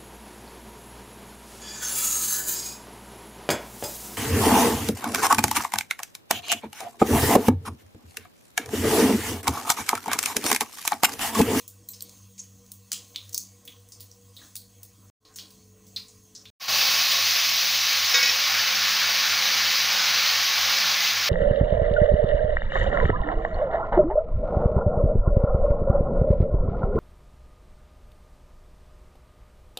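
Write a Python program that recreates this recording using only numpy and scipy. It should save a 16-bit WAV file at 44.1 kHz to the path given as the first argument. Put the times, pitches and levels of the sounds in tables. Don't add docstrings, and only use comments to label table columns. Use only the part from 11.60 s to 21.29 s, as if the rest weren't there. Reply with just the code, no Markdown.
import sys
import numpy as np
from scipy import signal
from scipy.fft import rfft, irfft
from scipy.io import wavfile
from scipy.ndimage import uniform_filter1d

SR = 44100
rng = np.random.default_rng(int(sys.argv[2]) if len(sys.argv) > 2 else 0)


def wav_record(signal):
    frames = np.transpose(np.atleast_2d(signal))
    bounded = np.clip(frames, -1, 1)
    quanta = np.round(bounded * 32767).astype(np.int16)
    wavfile.write(sys.argv[1], SR, quanta)


def ratio_of_db(decibels):
    return 10 ** (np.asarray(decibels, float) / 20)


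N = 427329

# start in seconds, step up to full level in
# seconds, end in seconds, motor in Hz, mains hum in Hz, moment in seconds when both hums swell together.
SHOTS = [
    (-1, -.9, 3.5, 48.1, 100.08, 3.23),
    (3.602, 3.647, 4.902, 48.1, 100.0, 4.35),
    (4.998, 5.081, 11, 48.09, 100.0, 8.27),
]
# frequency in Hz, level in dB per Hz.
FRY_SPECTRUM = [(88, -52), (160, -26.5), (250, -26), (396, -30), (520, -23.5), (1030, -13.5), (2230, -5),
                (3050, -5), (4600, -2.5), (6000, -5.5), (7900, -20), (13700, -12.5), (14700, -4.5),
                (15600, -3.5)]
# frequency in Hz, width in Hz, boost in dB.
PAN_RESONANCES = [(470, 25, 5), (528, 30, 8), (590, 30, 4), (680, 25, 5), (721, 20, 5), (786, 30, 6),
                  (843, 20, 4), (895, 25, 4), (1100, 50, 5), (1200, 30, 3), (1287, 30, 4), (1394, 35, 6),
                  (1485, 30, 5), (1660, 40, 4), (1770, 50, 4), (2046, 60, 3), (2273, 110, 2.8),
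                  (2520, 45, 2)]
# frequency in Hz, width in Hz, boost in dB.
BOWL_COLOUR = [(1103, 48, 8.5), (2550, 120, 4), (2370, 150, -2), (690, 250, 3.5)]
# time in seconds, level in dB.
FRYING_EFFORT = [
    (5.09, -24),
    (5.14, -21),
    (5.31, -20.5),
    (5.5, -21),
    (5.85, -21.5),
    (6.45, -22.5),
    (6.85, -23),
    (8.8, -22.5),
    (9.69, -23.5),
]


def frying():
    bubbles_per_s, smear_t60 = 1500, 0.031
    gust_db = 0.39
    sizes = ratio_of_db(1.3 * np.minimum(rng.exponential(1, N), 5))
    bursts = sizes * (rng.random(N) < bubbles_per_s / SR) * rng.standard_normal(N)
    smear = rng.standard_normal(1500) * ratio_of_db(-60 * np.arange(1500) / SR / smear_t60)
    drive = evened(0.51 * evened(signal.oaconvolve(bursts, smear)[:N]) + rng.standard_normal(N))

    def field(hz, t):
        high = np.clip(np.log2((hz + 1) / 6500) * 3, 0, 1)
        low = np.clip(np.log2(2000 / (hz + 1)), 0, 1)
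        age = np.maximum(t - SHOTS[-1][1], 0)
        wet_db, fresh_db, dry_out_s = -19, -16.5, 1.3
        treble_db = wet_db + (fresh_db - wet_db) * np.exp(-age / dry_out_s)
        steady_db, pour_db, pour_s = -16, -11, 0.35
        tumble_db = steady_db + (pour_db - steady_db) * np.exp(-(age / pour_s) ** 2)
        tumble_db = tumble_db + 2 * gust_db * wander(t, 11)
        tumble_db = tumble_db - 2 * np.clip((6.6 - t) / 0.13, 0, 1)
        lean_db = high * (treble_db + 10) + low * (tumble_db + 16)
        lean_db = lean_db - boosts([(1430, 2400, 4.7)], hz) * np.clip(7 - t, 0, 1)
        lean_db = lean_db + boosts(BOWL_COLOUR, hz) * np.clip(6.76 - t, 0, 1)
        hiss_db = band_db(read(FRY_SPECTRUM, hz), hz, 1500, 7000)
        return hiss_db + lean_db + patches(hz, t, 0.7)

    t = np.arange(N) / SR
    pan = ratio_of_db(1.3 * boosts(PAN_RESONANCES, np.fft.rfftfreq(N, 1 / SR)))
    hiss = np.fft.irfft(np.fft.rfft(shaped(drive, field)) * pan, N)
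    effort_db = np.interp(t, *np.transpose(FRYING_EFFORT)) + gust_db * wander(t, 15)
    return hiss * ratio_of_db(effort_db) * (t > SHOTS[-1][0])


def spit(db, hz, treble_db, room_db, fall_db):
    t, f = np.arange(16384) / SR, np.fft.rfftfreq(16384, 1 / SR)
    octaves = np.log2((f + 1) / hz)
    body = ratio_of_db(-np.where(octaves < 0, fall_db, 23.5 + 0.25 * fall_db) * abs(octaves))
    walls = ratio_of_db(2.5 * evened(uniform_filter1d(rng.standard_normal(len(f)), size=120)))
    sheen_db = treble_db + 4.0 - 7 * abs(np.log2((f + 1) / 9000))
    sheen_db = sheen_db - 30 * np.clip(np.log2(3500 / (f + 1)), 0, 9)
    sheen = ratio_of_db(sheen_db + boosts([(15250, 1100, 15.8)], f))
    crack, tail, bright, core = rng.standard_normal((4, len(t)))
    # (delay s, gain)
    rim = [(0, 1), (0.001, 0.9), (0.0042, 0.35)]
    shape = sum(gain * ratio_of_db(-60 * (t - s) / 0.006) * (t >= s) for s, gain in rim)
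    crack = irfft(rfft(crack) * (body + sheen)) * shape * np.minimum(t / 0.00017, 1)
    lowest_hz = hz * 2 ** (-30 / max(fall_db, 5))
    crack = signal.lfilter(*signal.butter(2, lowest_hz, "high", fs=SR), crack)
    tail = irfft(rfft(tail) * body * walls) * ratio_of_db(-60 * t / 0.28)
    tail += irfft(rfft(bright) * sheen) * ratio_of_db(-60 * t / 0.22)
    tail += 0.3 * irfft(rfft(core) * body ** 3) * ratio_of_db(-60 * t / 0.29)
    tail = tail / np.sqrt(np.mean((body + sheen) ** 2)) * ratio_of_db(room_db) * np.minimum(t / 0.00075, 1)
    tail = tail * ratio_of_db(1.5 * evened(uniform_filter1d(rng.standard_normal(len(t)), size=250)))
    return ratio_of_db(db) * (crack / abs(crack).max() + tail)


# start in seconds, peak level in dB, bubble pitch in Hz,
# treble share in dB, room share in dB.
SNAPS = [(0.2863, -36, 7760, -12, -10), (0.3339, -39.5, 5800, -17, -2), (0.4225, -25, 8300, -14, -26),
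         (0.494, -34.5, 6170, -8, -27), (0.5724, -44, 6640, -20, -18), (0.7925, -44, 6730, -25, -5),
         (1.063, -43, 6400, -15, -18), (1.1178, -21.5, 7750, 7, -22), (1.3176, -13.5, 6640, -16, -17.5),
         (1.329, -13.5, 7800, -18, -22.5), (1.546, -43, 3350, -30, -9), (1.6933, -31, 6960, -7, -26),
         (2.0517, -38, 6580, 2, -11), (2.2881, -39, 6420, 4, -17), (2.9548, -17, 8700, -5, -21),
         (3.2318, -24.5, 8400, 12, -21), (3.651, -49, 4350, -41, -5), (3.7591, -29.5, 6370, -13, -8),
         (3.7857, -27.5, 4500, -25, -13.5), (3.905, -41.5, 4670, -9, -10), (4.267, -49, 6620, -15, -4),
         (4.4824, -42.5, 7200, -31, -9.5), (4.8545, -34.5, 3760, -30, -13)]
SPLASHES = [
    (.4185, -36, 4600, -15, -16),
    (.781, -56, 2700, -40, -4),
    (.838, -46, 3000, -8, -12),
    (1.33, -32, 3700, -30, -7),
    (2.4, -40, 4800, -15, -14),
    (4.371, -45, 2700, -30, -6),
]
POPS = [(0.0785, -22, 7360, -4, -20), (0.4065, -25, 4430, -13, -26), (0.779, -43, 6500, -30, -3),
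        (1.5598, -17, 3730, -30, -19), (1.648, -46, 8000, -6, -14), (1.727, -31, 6500, -10, -18),
        (1.7305, -27, 6270, -20, -15), (1.7449, -10.5, 5330, -17, -22), (1.7775, -11, 6400, -15, -21),
        (2.0765, -34, 3300, -18, -11), (2.32, -40, 6300, -17, -9), (2.4055, -30, 4440, -5, -13.5),
        (2.976, -29, 12000, -8, -23), (4.75, -34, 5700, -49, -7.5), (5.518, -13, 3700, -30, -8)]
PINGS = [
    (2.5145, -38, 5600, -29, -17),
    (2.7655, -37, 3800, -23, -9.5),
    (2.9653, -24, 4300, -16, -19),
    (4.362, -25, 4250, -30, -10),
]
RUSTLES = [
    (2.785, -57.5, 2200, -28, -5),
    (2.815, -54, 1620, -31, -3),
]


def spits_and_rustles():
    out = np.zeros(N)
    kinds = [(SNAPS, 13, -0.19), (SPLASHES, 13, -0.19), (POPS, 25.6, 0.47), (PINGS, 48, 0), (RUSTLES, 9.9, 0)]
    for rows, fall_db, per_db in kinds:
        for s, db, hz, treble_db, room_db in rows:
            add(out, s, spit(db, hz, treble_db, room_db, fall_db + per_db * (db + 30)))
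    return out


# start in seconds, peak level in dB, pitch in Hz,
# 60 dB decay in seconds.
BELL_DROPS = [(4.362, -26, 4080, .05), (4.365, -24, 3880, .04), (4.3685, -25, 4150, .05),
              (4.374, -33, 4150, .12), (.78, -42, 6300, .06), (.792, -29.5, 6400, .07),
              (.797, -33, 6450, .05), (.8025, -30, 6400, 0.033), (.816, -35, 6800, .04),
              (.821, -39, 6700, .03), (2.079, -36, 3400, .05), (2.083, -43, 3250, .05)]


def drops():
    out = np.zeros(N)
    for s, db, hz, t60 in BELL_DROPS:
        modes = [(hz, 0, t60), (1.13 * hz, -5, 0.6 * t60), (0.88 * hz, -7, 0.6 * t60), (1.4 * hz, -18, t60)]
        add(out, s, ratio_of_db(db) * ring(modes, 1))
    return echoed(out, -9, 0.3, 12000)


# mode in Hz, level in dB, 60 dB decay in seconds.
PAN_RING = [(505, -36, .4), (468, -43, .4), (1114, -33, .6), (1448, -29, .8), (1628, -25.5, .5),
            (1915, -25, .45), (2230, -20, .8), (2536, -21, .1), (3876, -27, .2), (4630, -26, .25),
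            (5114, -21.5, .85), (6293, -25, .2), (6600, -28, .15), (6928, -27, .2)]
# mode in Hz, level in dB, 60 dB decay in seconds.
SPINE_RING = [(3704, -20.5, 2), (6132, -27, .2), (5857, -29, .3)]
# mode in Hz, level in dB, 60 dB decay in seconds.
FIRST_TOUCH = [(5290, -14.5, .04), (5450, -21, .03)]
# mode in Hz, level in dB, 60 dB decay in seconds.
EDGE_RING = [(505, -39, .2), (1912, -25, .14), (2536, -19, .11), (2966, -27, .07), (3900, -26, .1),
             (4630, -26, .08), (5416, -13, .09), (5857, -26, .08), (6128, -26, .09), (6928, -26, .11),
             (14640, -31, .1)]
# start in seconds, level in dB.
BOUNCES = [(6.5495, -11), (6.556, -15), (6.569, -13), (6.5885, -16), (6.628, -1), (6.6335, -7),
           (6.6445, -10), (6.658, -5), (6.671, -10), (6.675, -7), (6.686, -9), (6.6945, -8), (6.7105, -11),
           (6.722, -14), (6.738, -14), (6.75, -16)]


def spatula():
    land_s, grip_s, still_s = 6.5415, 6.579, 6.69
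    out, t = np.zeros(N), np.arange(200) / SR
    add(out, land_s, clang(PAN_RING, still_s - land_s) + clang(SPINE_RING, grip_s - land_s))
    add(out, land_s - 0.0025, clang(FIRST_TOUCH, 1))
    for s, db in BOUNCES:
        add(out, s, ratio_of_db(db) * clang(EDGE_RING, 1))
        click_db = -13 + 0.33 * db - 60 * t / 0.0035
        add(out, s, ratio_of_db(click_db) * np.sin(2 * np.pi * rng.uniform(3200, 5000) * t))
    return out


# start in seconds, peak level in dB.
CLICKS = [
    (0.288, -28),
    (0.313, -33),
    (0.4233, -25),
    (2.321, -36.5),
    (3.7398, -52),
]
# mode in Hz, level in dB, 60 dB decay in seconds.
GLASS = [
    [(4100, -12, 0.078), (7200, -14, 0.083), (7768, -12, 0.045), (8200, -8, 0.061), (11680, -13, 0.067),
     (12700, -2, 0.039), (13130, -21, 5.0), (14300, -5, 0.11), (15430, -35, 5.0)],
    [(4130, -24, 0.089), (7321, -12, 0.083), (7800, -1, 0.045), (8226, -14, 0.055), (11680, -9, 0.067),
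     (12420, 0, 0.039), (13130, -23, 5.0), (14300, -9, 0.11), (15430, -35, 5.0)],
    [(4430, -22, 0.046), (8600, -7, 0.028), (9814, -41, 0.16), (12230, -13, 0.05), (12880, -28, 0.13),
     (13590, -31, 0.39), (14500, 2.5, 0.024), (14920, -35, 0.049)],
    [(4670, -8, 0.17), (5200, -1, 0.17), (5690, -4, 5.0), (6400, -1, 0.14), (7171, -6, 0.18),
     (8200, -9, 0.16), (9006, -6, 0.16), (10400, -11, 0.11), (14700, -8, 0.13)],
    [(5459, -13, 5.0), (7000, -10, 0.62), (7623, -7, 0.081)],
]


def bangles():
    out = np.zeros(N)
    for (s, db), modes in zip(CLICKS, GLASS):
        add(out, s, ratio_of_db(db) * ring(modes, 0.17))
    chatter = 1 + 0.6 * evened(uniform_filter1d(rng.standard_normal(N), size=120))
    return echoed(out * chatter, -9, 0.12, 16000)


# mains hum level in dB, then the level of each motor tone in dB rms.
HUM_DB = [(-58.5, -76, -76, -63, -82, -88, -90), (-62, -74, -79, -65.5, -76, -79, -67),
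          (-60, -75, -78, -63, -84, -85, -80)]
MOTOR_ORDERS = (1, 1.92, 2, 5, 7, 9)
# time in seconds, level in dB.
FOURTH_ORDER = np.concatenate([ [(0.0, -67.5), (1.1, -58), (1.73, -74), (1.82, -60), (2.22, -70),
                (3.49, -64)], [(3.66, -88), (3.786, -61.5), (4.43, -61.5), (4.498, -81), (4.554, -62),
                (4.89, -65)], [(5.1, -57), (6.74, -63.5), (7.32, -56.5), (9.16, -59.5), (9.64, -55.5),
                (9.69, -62)], ])
TENTH_DB = [-68, -75, -97]


def hum():
    t, out = np.arange(N) / SR, np.zeros(N)
    waver_db, tenth_waver_db = 2, 1
    low_db = waver_db * wander(t, 11.0)
    tenth_db = tenth_waver_db * wander(t, 9.0)
    fourth_db = np.interp(t, *np.transpose(FOURTH_ORDER)) + waver_db * wander(t, 9.0)
    slow = uniform_filter1d(uniform_filter1d(rng.standard_normal(N), size=1500), size=1500)
    flutter = evened(1 + evened(slow))
    for shot, levels_db, throb_db in zip(SHOTS, HUM_DB, TENTH_DB):
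        start, _, end, motor_hz, mains_hz, together = shot
        turn = 2 * np.pi * (t - together)
        tones_hz = [mains_hz] + [k * motor_hz for k in MOTOR_ORDERS]
        tones = ratio_of_db(low_db) * sum(ratio_of_db(db) * np.cos(f * turn) for f, db in zip(tones_hz, levels_db))
        tones += ratio_of_db(fourth_db) * np.cos(4 * motor_hz * turn)
        tones += ratio_of_db(throb_db + tenth_db) * flutter * np.cos(10 * motor_hz * turn)
        out += np.sqrt(2) * tones * (t > start) * (t <= end)
    return out


# frequency in Hz, level in dB per Hz.
AIR_SPECTRUM = [(24, -25.5), (55, -8.5), (150, -13.5), (300, -13), (600, -21.5), (1000, -26.5),
                (2000, -30.5), (3300, -30.5), (5000, -29), (6500, -23), (8500, -27), (13500, -34),
                (14900, -27), (15600, -21.5)]
# frequency in Hz, width in Hz, boost in dB.
AIR_PEAKS = [(3200, 50, 3.5), (1090, 180, 7.5), (330, 57, -4.5), (74, 26, 10), (6470, 220, 7),
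             (4400, 310, 5)]
# middle in seconds, hiss lift in dB, rumble lift in dB,
# half length in seconds.
STIRS = [(0.0, 12.5, 6, 0.077), (0.513, 6.5, 5, 0.22), (1.434, 5.5, 5.5, 0.25), (1.753, 6, 5, 0.25),
         (2.12, 0.5, 5.5, .2), (2.4, 0, 4, .1), (2.846, 9, 8, 0.12), (3.438, 0.5, 7.5, 0.082),
         (3.654, -6.5, 4.5, .12), (3.823, 2.5, 7.5, 0.24), (4.15, -2.5, 4, 0.11), (4.44, 2.5, 5, 0.18),
         (4.79, -1, 5.5, 0.15)]


def air():
    still_hiss_db, still_rumble_db = -63.5, -71

    def field(hz, t):
        stir_db, low_db = 0, 0
        for s, hiss_lift_db, rumble_lift_db, half_s in STIRS:
            nearness = np.clip(1 - abs(t - s) / half_s, 0, 1)
            stir_db = stir_db + hiss_lift_db * nearness
            low_db = low_db + rumble_lift_db * nearness
        high = np.clip(np.log2((hz + 1) / 1500), 0, 1)
        spectrum_db = read(AIR_SPECTRUM, hz)
        hiss = band_db(spectrum_db, hz, 2500, 15500) + still_hiss_db + stir_db
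        swell_db = low_db + 0.8 * wander(t, 8.0)
        rumble = band_db(spectrum_db, hz, 220, 1500) + still_rumble_db + (hz > 220) * swell_db
        return high * hiss + (1 - high) * rumble + boosts(AIR_PEAKS, hz) + patches(hz, t, 2.4)

    return echoed(shaped(rng.standard_normal(N), field), -5, 0.046, 6700)


def ring(modes, longest):
    t = np.arange(SR // 2) / SR
    x = sum(ratio_of_db(db - 60 * t / min(t60, longest)) * np.sin(2 * np.pi * (hz * t + rng.random()))
            for hz, db, t60 in modes)
    return x / abs(x).max() * np.minimum(t / 0.00044, 1)


def clang(modes, free_s):
    t = np.arange(SR // 2) / SR
    x = sum(ratio_of_db(db - 60 * t / t60) * np.sin(2 * np.pi * (hz * t + rng.random())) for hz, db, t60 in modes)
    return x * np.minimum(t / 0.002, 1) * ratio_of_db(-60 * np.maximum(t - free_s, 0) / 0.06)


def echoed(x, echo_db, t60, top_hz):
    t = np.arange(8192) / SR
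    echoes = rng.standard_normal(len(t)) * ratio_of_db(-60 * t / t60) * (t > 0.001)
    echoes = signal.lfilter(*signal.butter(2, top_hz, fs=SR), echoes / np.linalg.norm(echoes))
    return x + ratio_of_db(echo_db) * signal.oaconvolve(x, echoes)[:N]


def shaped(x, field_db):
    hz, t, z = signal.stft(x, SR, nperseg=1024, noverlap=768)
    return signal.istft(z * ratio_of_db(field_db(hz[:, None], t)), SR, nperseg=1024, noverlap=768)[1][:N]


def patches(hz, t, db):
    spots = rng.standard_normal((len(t), len(hz))).T
    return db * evened(uniform_filter1d(uniform_filter1d(spots, size=12, axis=0), size=10, axis=1))


def wander(t, top_hz):
    rates_hz = top_hz * np.geomspace(0.1, 1, 16)
    return evened(sum(np.sin(2 * np.pi * (f * t + rng.random())) / np.sqrt(f) for f in rates_hz))


def boosts(peaks, hz):
    return sum(db / (1 + (2 * (hz - f) / width) ** 2) for f, width, db in peaks)


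def read(points, hz):
    f, value = np.transpose(points)
    return np.interp(np.log(hz + 1), np.log(f + 1), value)


def band_db(points_db, hz, lo, hi):
    return points_db - 10 * np.log10(np.sum(ratio_of_db(points_db[(hz > lo) & (hz < hi)]) ** 2) / len(hz))


def evened(x):
    return x / np.sqrt(np.mean(x ** 2) + 1e-20)


def add(mix, s, sound):
    part = mix[round(s * SR):][:len(sound)]
    part += sound[:len(part)]


def scene():
    t = np.arange(N) / SR
    gain = np.zeros(N)
    for start, step, end, *_ in SHOTS:
        soft = ratio_of_db(-10.5) * np.clip((t - start) / 0.027, 0, 1)
        full = 0.71 * np.clip((t - step) / 0.0022, 0, 1)
        gain += (soft + full) * (t > start) * (t < end)
    trace = sum((t >= end) * (t < end + 0.013) for _, _, end, *_ in SHOTS[:2])
    sources = frying() + spits_and_rustles() + drops() + spatula() + bangles() + hum() + air()
    mono = gain * sources + ratio_of_db(-43) * trace * np.diff(air(), prepend=0)
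    return np.array([mono, mono])


def roll_off(x):
    return signal.sosfilt(signal.butter(12, 16870, fs=SR, output="sos"), x)


# middle in seconds, low edge in Hz, high edge in Hz.
SPLITS = [(.587, 13800, 15200), (2.63, 4300, 5800), (3.095, 7600, 10400), (3.35, 8200, 9700),
          (5.37, 12400, 13900), (5.719, 11700, 13900), (5.765, 4400, 5900), (5.928, 4100, 5500),
          (6.276, 13000, 14700), (6.485, 5100, 6500), (6.764, 10300, 11800), (7.089, 4500, 5900),
          (7.158, 4500, 5900), (7.158, 9600, 11800), (7.716, 6200, 7700), (7.716, 8900, 10400),
          (7.808, 8900, 11100), (7.808, 13100, 14700), (8.25, 11700, 13200), (9.411, 7500, 9000)]


def record(dry):
    edge_hz = 15620
    band_limit = signal.firwin(1601, edge_hz, window=("kaiser", 9), fs=SR)
    cut = signal.oaconvolve(dry, band_limit[None], "same")
    hz, t, z = signal.stft(cut[0], SR, nperseg=1024, noverlap=768)
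    split = 0
    for s, lo, hi in SPLITS:
        in_band = (hz[:, None] > lo) * (hz[:, None] < hi)
        split = split + in_band * np.cos(np.pi / 2 * np.clip((t - s) / 0.013, -1, 1))
    scattered = z * split * np.exp(2j * np.pi * rng.random(z.shape))
    side = signal.istft(scattered, SR, nperseg=1024, noverlap=768)[1][:N]
    return roll_off(cut + ratio_of_db(5) * side * [[1], [-1]])


dry = scene()
out = record(dry)
wav_record(out)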